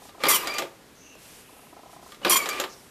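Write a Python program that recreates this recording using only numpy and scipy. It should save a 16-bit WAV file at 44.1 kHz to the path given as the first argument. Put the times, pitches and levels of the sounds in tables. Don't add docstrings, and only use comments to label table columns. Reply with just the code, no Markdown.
import sys
import numpy as np
from scipy import signal
from scipy.fft import rfft, irfft, next_fast_len
from scipy.io import wavfile
from scipy.ndimage import uniform_filter1d, map_coordinates

SR = 44100
rng = np.random.default_rng(int(sys.argv[2]) if len(sys.argv) > 2 else 0)


def gain_from_db(level_db):
    decades = np.asarray(level_db, float) / 20
    return 10 ** decades


def dump(signal):
    limited = np.clip(np.atleast_2d(signal).T, -1, 1)
    pcm = np.round(limited * 32767).astype(np.int16)
    wavfile.write(sys.argv[1], SR, pcm)


N = 127890
TIME_S = np.arange(N) / SR
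BEAT, BEAT_RATE_HZ, WANDER_HZ = 0.45, 62, 10
ROUGH_DB, ROUGH_RATE_HZ = 2.2, 180


def unit(x):
    return x / np.sqrt(np.mean(x ** 2) + 1e-20)


def along(points, hz):
    point_hz, value = np.transpose(points)
    return np.interp(np.log(hz + 1), np.log(point_hz + 1), value)


def curves(rows):
    s, *columns, level_db = np.transpose(rows)
    moving = [np.interp(TIME_S, s, column) for column in columns]
    return moving + [np.interp(TIME_S, s, level_db, -150, -150)]


def wobble(rate_hz):
    knots = rng.standard_normal(int(N * rate_hz / SR) + 4)
    return map_coordinates(knots, [np.arange(N) * rate_hz / SR])


def filtered(x, response):
    size = next_fast_len(N + SR // 2)
    return irfft(rfft(x, size) * response(np.fft.rfftfreq(size, 1 / SR)), size)[..., :N]


def noise(spectrum):
    return unit(filtered(rng.standard_normal(N), lambda hz: gain_from_db(along(spectrum, hz))))


def resonances(table):
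    def response(f):
        total = 0
        for k, (hz, width, db) in enumerate(table):
            total = total + (-1) ** k * gain_from_db(db) * 1j * f * width / (hz * hz - f * f + 1j * f * width)
        return total
    return response


def phase(hz):
    return 2 * np.pi * np.cumsum(hz) / SR


def tone(hz, orders, beat):
    turn = phase(hz + WANDER_HZ * wobble(90))
    shaft = 2 * np.pi * BEAT_RATE_HZ * TIME_S
    out = 0
    for multiple, db in orders:
        swell = 1 + beat * np.sin(shaft + wobble(40) + 6 * rng.random())
        level = gain_from_db(db + ROUGH_DB * wobble(ROUGH_RATE_HZ))
        out = out + level * swell * np.sin(round(multiple) * turn + 6 * rng.random())
    return unit(out)


def effort(groups):
    power = 0
    for s, length, db in groups:
        after = np.clip(TIME_S - s - length, 0, None)
        rise = np.clip((TIME_S - s) / 0.00097, 0, 1) ** 2
        ring = gain_from_db(-120 * after / 0.045)
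        rattle = gain_from_db(2 * -9 - 120 * after / 0.094)
        power = power + gain_from_db(2 * db) * rise * (ring + rattle)
    return np.sqrt(power)


# start_s, length_s, force_db
PRINT_GROUPS = [
    [(.284, 0.036, -16.5), (.327, 0.01, -20.5), (.343, 0.021, -19)],
    [(2.295, 0.043, -18), (2.343, 0.0046, -19.5), (2.356, 0.021, -20.5)],
]
# time_s, rate_hz, level_db
IN_STEP = [
    [(.284, 1089, -22.5), (.305, 1043, -28), (.325, 1007, -31), (.345, 1040, -34)],
    [(.312, 1135, -40), (.326, 1115, -28), (.337, 1092, -30), (.349, 1015, -28), (.368, 950, -33),
     (.38, 955, -46), (.39, 963, -38), (.418, 960, -40), (.428, 960, -55)],
    [(2.297, 1073, -37), (2.32, 1090, -26), (2.333, 1081, -21.5), (2.342, 1083, -26), (2.352, 1070, -35),
     (2.36, 1075, -18), (2.376, 1072, -25.5), (2.382, 1100, -39), (2.4, 1072, -55)],
]
# multiple of the rate, level_db
IN_STEP_ORDERS = [
    [(2, 8)],
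    [(1, -9), (3, -1)],
    [(1, 1.5), (2, -4.5), (3, 4), (4, -8.5)],
]
# pitch_hz, width_hz, level_db
HEAD_RINGS = [(4620, 140, -7.5), (5700, 170, 3), (7360, 280, -4), (8780, 120, -6), (9170, 140, 2.5),
              (10300, 200, 3), (11130, 190, -7), (12740, 150, 1), (13000, 150, -0.5), (14000, 290, 5.5)]
# pitch_hz, level_db (per Hz)
PLATEN_COLOUR = [(120, -71), (200, -14), (737, -18), (1130, 1), (1380, -11.5), (2190, -10.5), (3300, -9.5),
                 (3950, -13.5), (14300, -10)]


def needles():
    column_hz, scatter_db, column_db, loose = 1070, 2.5, 1, 1.23
    head_db, platen_db, platen_lag_s = -3.5, -1.5, 0.0059
    shake_db, shake_hz = -39, 100
    push = sum(effort(groups) for groups in PRINT_GROUPS)
    fire = np.diff(np.floor(np.arange(N) * column_hz / SR), prepend=0)
    fire = unit(fire * gain_from_db(scatter_db * rng.standard_normal(N))) * np.sign(rng.standard_normal(N))
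    blows = push * gain_from_db(column_db * wobble(200)) * unit(fire + loose * rng.standard_normal(N))

    ring, f = resonances(HEAD_RINGS), np.linspace(1, SR / 2, 2000)
    head = filtered(blows, ring) / np.sqrt(np.mean(abs(ring(f)) ** 2))
    late_push = uniform_filter1d(push, size=round(platen_lag_s * SR))
    late_push = np.roll(late_push, round(platen_lag_s * SR / 2))
    lag = np.minimum(1, late_push / (push + 1e-9))
    platen = filtered(lag * blows, lambda hz: gain_from_db(along(PLATEN_COLOUR, hz)))
    platen = platen / np.sqrt(np.mean(gain_from_db(2 * along(PLATEN_COLOUR, f))))

    in_step = 0
    for rows, orders in zip(IN_STEP, IN_STEP_ORDERS):
        rate_hz, level_db = curves(rows)
        in_step = in_step + gain_from_db(level_db) * tone(rate_hz, orders, BEAT)
    shake = uniform_filter1d(push, size=1500) * tone(shake_hz, [(1, 0)], BEAT / 2)
    return gain_from_db(head_db) * head + gain_from_db(platen_db) * platen + in_step + gain_from_db(shake_db) * shake


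# time_s, pitch_hz (rate of meeting teeth), level_db
GEAR_WHINE = [
    [(.205, 1114, -67), (.24, 1191, -36), (.273, 1185, -32.5), (.34, 1170, -35.5), (.39, 1200, -48),
     (.468, 1150, -72), (.485, 1126, -35), (.53, 1190, -38.5), (.585, 1198, -35)],
    [(2.25, 1178, -39), (2.35, 1208, -32), (2.372, 1206, -38), (2.398, 1140, -31), (2.44, 1128, -36),
     (2.48, 1126, -71), (2.505, 1157, -33), (2.555, 1207, -42), (2.6, 1208, -36)],
]
# multiple of the pitch, level_db
WHINE_ORDERS = [(1, -5), (2, 3.5)]
# pitch_hz, level_db (per Hz)
GRIND_COLOUR = [(88, -23.5), (150, -27), (347, -6), (1030, -14), (1200, -1.5), (1320, -15.5), (2380, -11),
                (3420, -17.5), (14300, -33)]
# on_s, off_s, grind_db
MOTOR_RUNS = [
    (0.187, 0.6, -35),
    (2.217, 2.612, -35),
]
# start_s, length_s, pitch_hz, level_db
SQUEAK_BURSTS = [(.247, 0.012, 4720, -35), (0.267, 0.014, 4765, -26), (.4, .01, 4800, -43),
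                 (.416, 0.0081, 4850, -42), (0.419, .045, 1001, -39), (0.452, 0.014, 3970, -41),
                 (.477, 0.014, 4790, -37), (0.496, 0.027, 4750, -37), (0.53, 0.055, 4730, -41),
                 (0.581, 0.017, 4760, -39), (2.23, .012, 2920, -44), (2.28, .014, 4870, -35),
                 (2.294, .01, 4150, -35), (2.306, 0.05, 4380, -35), (2.415, 0.034, 4530, -45),
                 (2.497, 0.024, 4700, -39), (0.283, 0.014, 11300, -26), (0.29, .026, 9160, -24),
                 (0.342, .03, 14000, -29), (.345, 0.02, 13000, -31), (2.296, 0.009, 9900, -22),
                 (2.295, 0.0082, 11050, -23), (2.301, .03, 5850, -31.5), (2.359, 0.027, 7060, -28)]


def motor():
    spin_up_s, coast_t60_s = 0.061, 0.2
    out = 0
    for rows, (on, off, grind_db) in zip(GEAR_WHINE, MOTOR_RUNS):
        hz, db = curves(rows)
        coast = gain_from_db(-60 * np.clip(TIME_S - off, 0, None) / coast_t60_s)
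        run = np.clip((TIME_S - on) / spin_up_s, 0, 1) * coast
        out = out + gain_from_db(db) * tone(hz, WHINE_ORDERS, BEAT)
        out = out + gain_from_db(grind_db) * run * noise(GRIND_COLOUR)
    for s, length, hz, db in SQUEAK_BURSTS:
        turn = phase(hz + 3 * WANDER_HZ * wobble(90))
        swell = np.sqrt(abs(np.sin(np.pi * np.clip((TIME_S - s) / length, 0, 1))))
        swell = swell * (TIME_S < s + length)
        out = out + gain_from_db(db + 3 + ROUGH_DB * wobble(ROUGH_RATE_HZ)) * swell * np.sin(turn)
    return out


# time_s, thud_db, clack_db, snap_db
CONTACTS = [(.204, -34.5, -44, -70), (.236, -16.5, -16, -31), (.248, -47, -39, -40),
            (0.254, -20.5, -20, -60), (0.266, -16.5, -21.5, -28), (.472, -30.5, -22.5, -28.5),
            (.54, -56, -57, -32.5), (.583, -28, -21.5, -22), (.593, -25, -28.5, -34),
            (.621, -24.5, -28.5, -49), (2.216, -36.5, -45.5, -61), (2.248, -18.5, -16, -45),
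            (2.259, -20, -27, -55), (2.267, -17.5, -22.5, -65), (2.279, -26, -29, -35),
            (2.458, -26.5, -26, -32), (2.489, -40, -25, -21.5), (2.53, -53, -29, -48),
            (2.599, -24.5, -22.5, -23), (2.612, -27.5, -30, -34), (2.638, -25, -25.5, -50),
            (0.651, -38.5, -50, -70), (.68, -45, -60, -75), (2.657, -44, -54, -67), (.092, -44, -46, -69),
            (1.152, -45.5, -69, -50.5), (2.12, -49, -41.5, -47), (2.145, -50, -45, -56)]
# pitch_hz, level_db (per Hz)
THUD_COLOUR = [(100, -54), (160, -15), (230, -10), (370, -1), (650, -1.5), (1100, -5.5), (1800, -55)]
CLACK_COLOUR = [(800, -18), (1200, 1.5), (2400, -1), (3400, -0.5), (4600, -5.5), (6500, -19)]
SNAP_COLOUR = [(4000, -13), (5500, 3.5), (7400, 6), (8500, -5), (12500, -4.5), (14300, 0.5)]
# seconds for thud, clack, snap
CONTACT_T60_S = [0.099, 0.088, 0.072]
# pitch_hz, width_hz, level_db
CASE_RINGS = [(153, 44, 1), (375, 29, 7), (556.6, 23, 1.5), (648.4, 13, 2.5), (1200, 15.6, 9)]


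def knocks():
    body_db, crack_t60_s, rise_s, low_cut_hz = -4, 0.029, 0.00088, 100
    t, out = np.arange(SR // 4) / SR, 0
    colours = [THUD_COLOUR, CLACK_COLOUR, SNAP_COLOUR]
    for part, (colour, t60) in enumerate(zip(colours, CONTACT_T60_S)):
        fade = gain_from_db(2 * body_db - 120 * t / t60)
        if part > 0:
            fade = fade + gain_from_db(-120 * t / crack_t60_s)
        fade = fade * (1 - np.exp(-t / rise_s))
        power = np.zeros(N + SR)
        for row in CONTACTS:
            power[round(row[0] * SR):][:len(t)] += gain_from_db(2 * row[1 + part]) * fade
        out = out + np.sqrt(power[:N]) * noise(colour)
    ring = resonances(CASE_RINGS)
    return filtered(out, lambda f: (1 + ring(f + 1)) * (1j * f / (low_cut_hz + 1j * f)) ** 3)


# time_s, peak_db
FOCUS_STEPS = [(0.018, -40.5), (0.051, -41.5), (0.088, -43), (0.147, -38), (0.18, -39), (1.493, -42.5),
               (1.529, -44), (1.563, -45.5), (1.59, -46), (1.631, -44.5), (1.667, -45.5), (1.728, -37.5),
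               (1.765, -39), (1.791, -39), (1.832, -38.5), (1.858, -37.5), (1.893, -40), (1.93, -38.5),
               (1.963, -39), (1.991, -39.5), (2.026, -41.5), (2.062, -38.5), (2.089, -44)]
# first_hz, last_hz, level_db, t60_s
LENS_RINGS = [(298, 380, -7.5, .03), (573, 820, 0.5, 0.078), (970, 1020, -2, 0.033), (1207, 1330, -6, .03)]


def focus():
    tick_db, step_s, rise_s = -7.5, 0.011, 0.00062
    spread_db, detune = 2, 0.02
    out, t = np.zeros(N + SR), np.arange(SR // 10) / SR
    closed = np.clip(t / step_s, 0, 1)
    for s, db in FOCUS_STEPS:
        ring = 0
        for first, last, level, t60 in LENS_RINGS:
            chance, turn = rng.standard_normal(2)
            fade_db = -60 * np.clip(t - step_s / 2, 0, None) / t60
            angle = phase(first + (last - first) * closed) * (1 + detune * chance)
            ring = ring + gain_from_db(level + spread_db * chance + fade_db) * np.sin(angle + turn)
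        out[round(s * SR):][:len(t)] += gain_from_db(db + tick_db) * ring * (1 - np.exp(-t / rise_s))
    return out[:N]


# start_s, length_s, level_db, pitch_hz (centre of the hiss), width_hz
CARD_SLIDES = [(0, 0.11, -51.5, 5500, 9000), (0.95, 0.21, -56.5, 6200, 400),
               (0.996, 0.76, -61.5, 2700, 498), (1.01, 0.2, -58, 2720, 120), (1.177, 0.27, -51, 6900, 8840),
               (1.294, 0.46, -59, 10600, 3180), (1.895, 0.077, -56, 6960, 9000),
               (2.013, 0.16, -54, 5000, 9000), (2.686, 0.066, -51, 5500, 1500),
               (2.717, 0.1, -59, 5450, 295), (2.666, 0.26, -57, 8400, 6440)]


def card():
    out = 0
    for s, length, db, hz, width in CARD_SLIDES:
        swell = np.sin(np.pi * np.clip((TIME_S - s) / length, 0, 1)) ** 0.4
        rub = filtered(rng.standard_normal(N), lambda f: 1 / (1 + ((f - hz) / width) ** 2))
        out = out + gain_from_db(db + 0.66 * wobble(70)) * swell * unit(rub)
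    return out


# pitch_hz, t60_s
ROOM_FADE = [(200, 0.49), (1200, 0.46), (4000, 0.23), (12000, 0.34)]


def room(x):
    hz, t, z = signal.stft(rng.standard_normal(SR // 2), SR, nperseg=256)
    fade = gain_from_db(-60 * t / along(ROOM_FADE, hz)[:, None])
    tail = signal.istft(z * fade, SR, nperseg=256)[1]
    delayed = np.pad(x, (300, 0))
    return signal.fftconvolve(delayed, tail / np.linalg.norm(tail))[:N]


# pitch_hz, level_db (per Hz)
AIR_COLOUR = [(15, -48), (25, -15.5), (239, -9), (296, -7), (338, -12.5), (429, -8), (545, -14),
              (856, -15.5), (14300, -29.5)]


def air():
    return gain_from_db(-52.5 + 0.33 * wobble(3.65)) * noise(AIR_COLOUR)


def scene():
    clock = needles() + motor() + knocks()
    echo = gain_from_db(-11.5) * room(clock)
    return (clock + echo + focus() + card() + air())[None]


def low_pass(x):
    return signal.sosfilt(signal.butter(12, 15000, fs=SR, output="sos"), x)


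def record(dry):
    ceiling, knee = 0.75, 4
    top_hz, edge_hz = 14230, 120
    rounded = dry / (1 + abs(dry / ceiling) ** knee) ** (1 / knee)
    mix = filtered(rounded, lambda hz: np.clip((top_hz - hz) / edge_hz, 0, 1) ** 2)
    return low_pass(mix)


dry = scene()
out = record(dry)
dump(out)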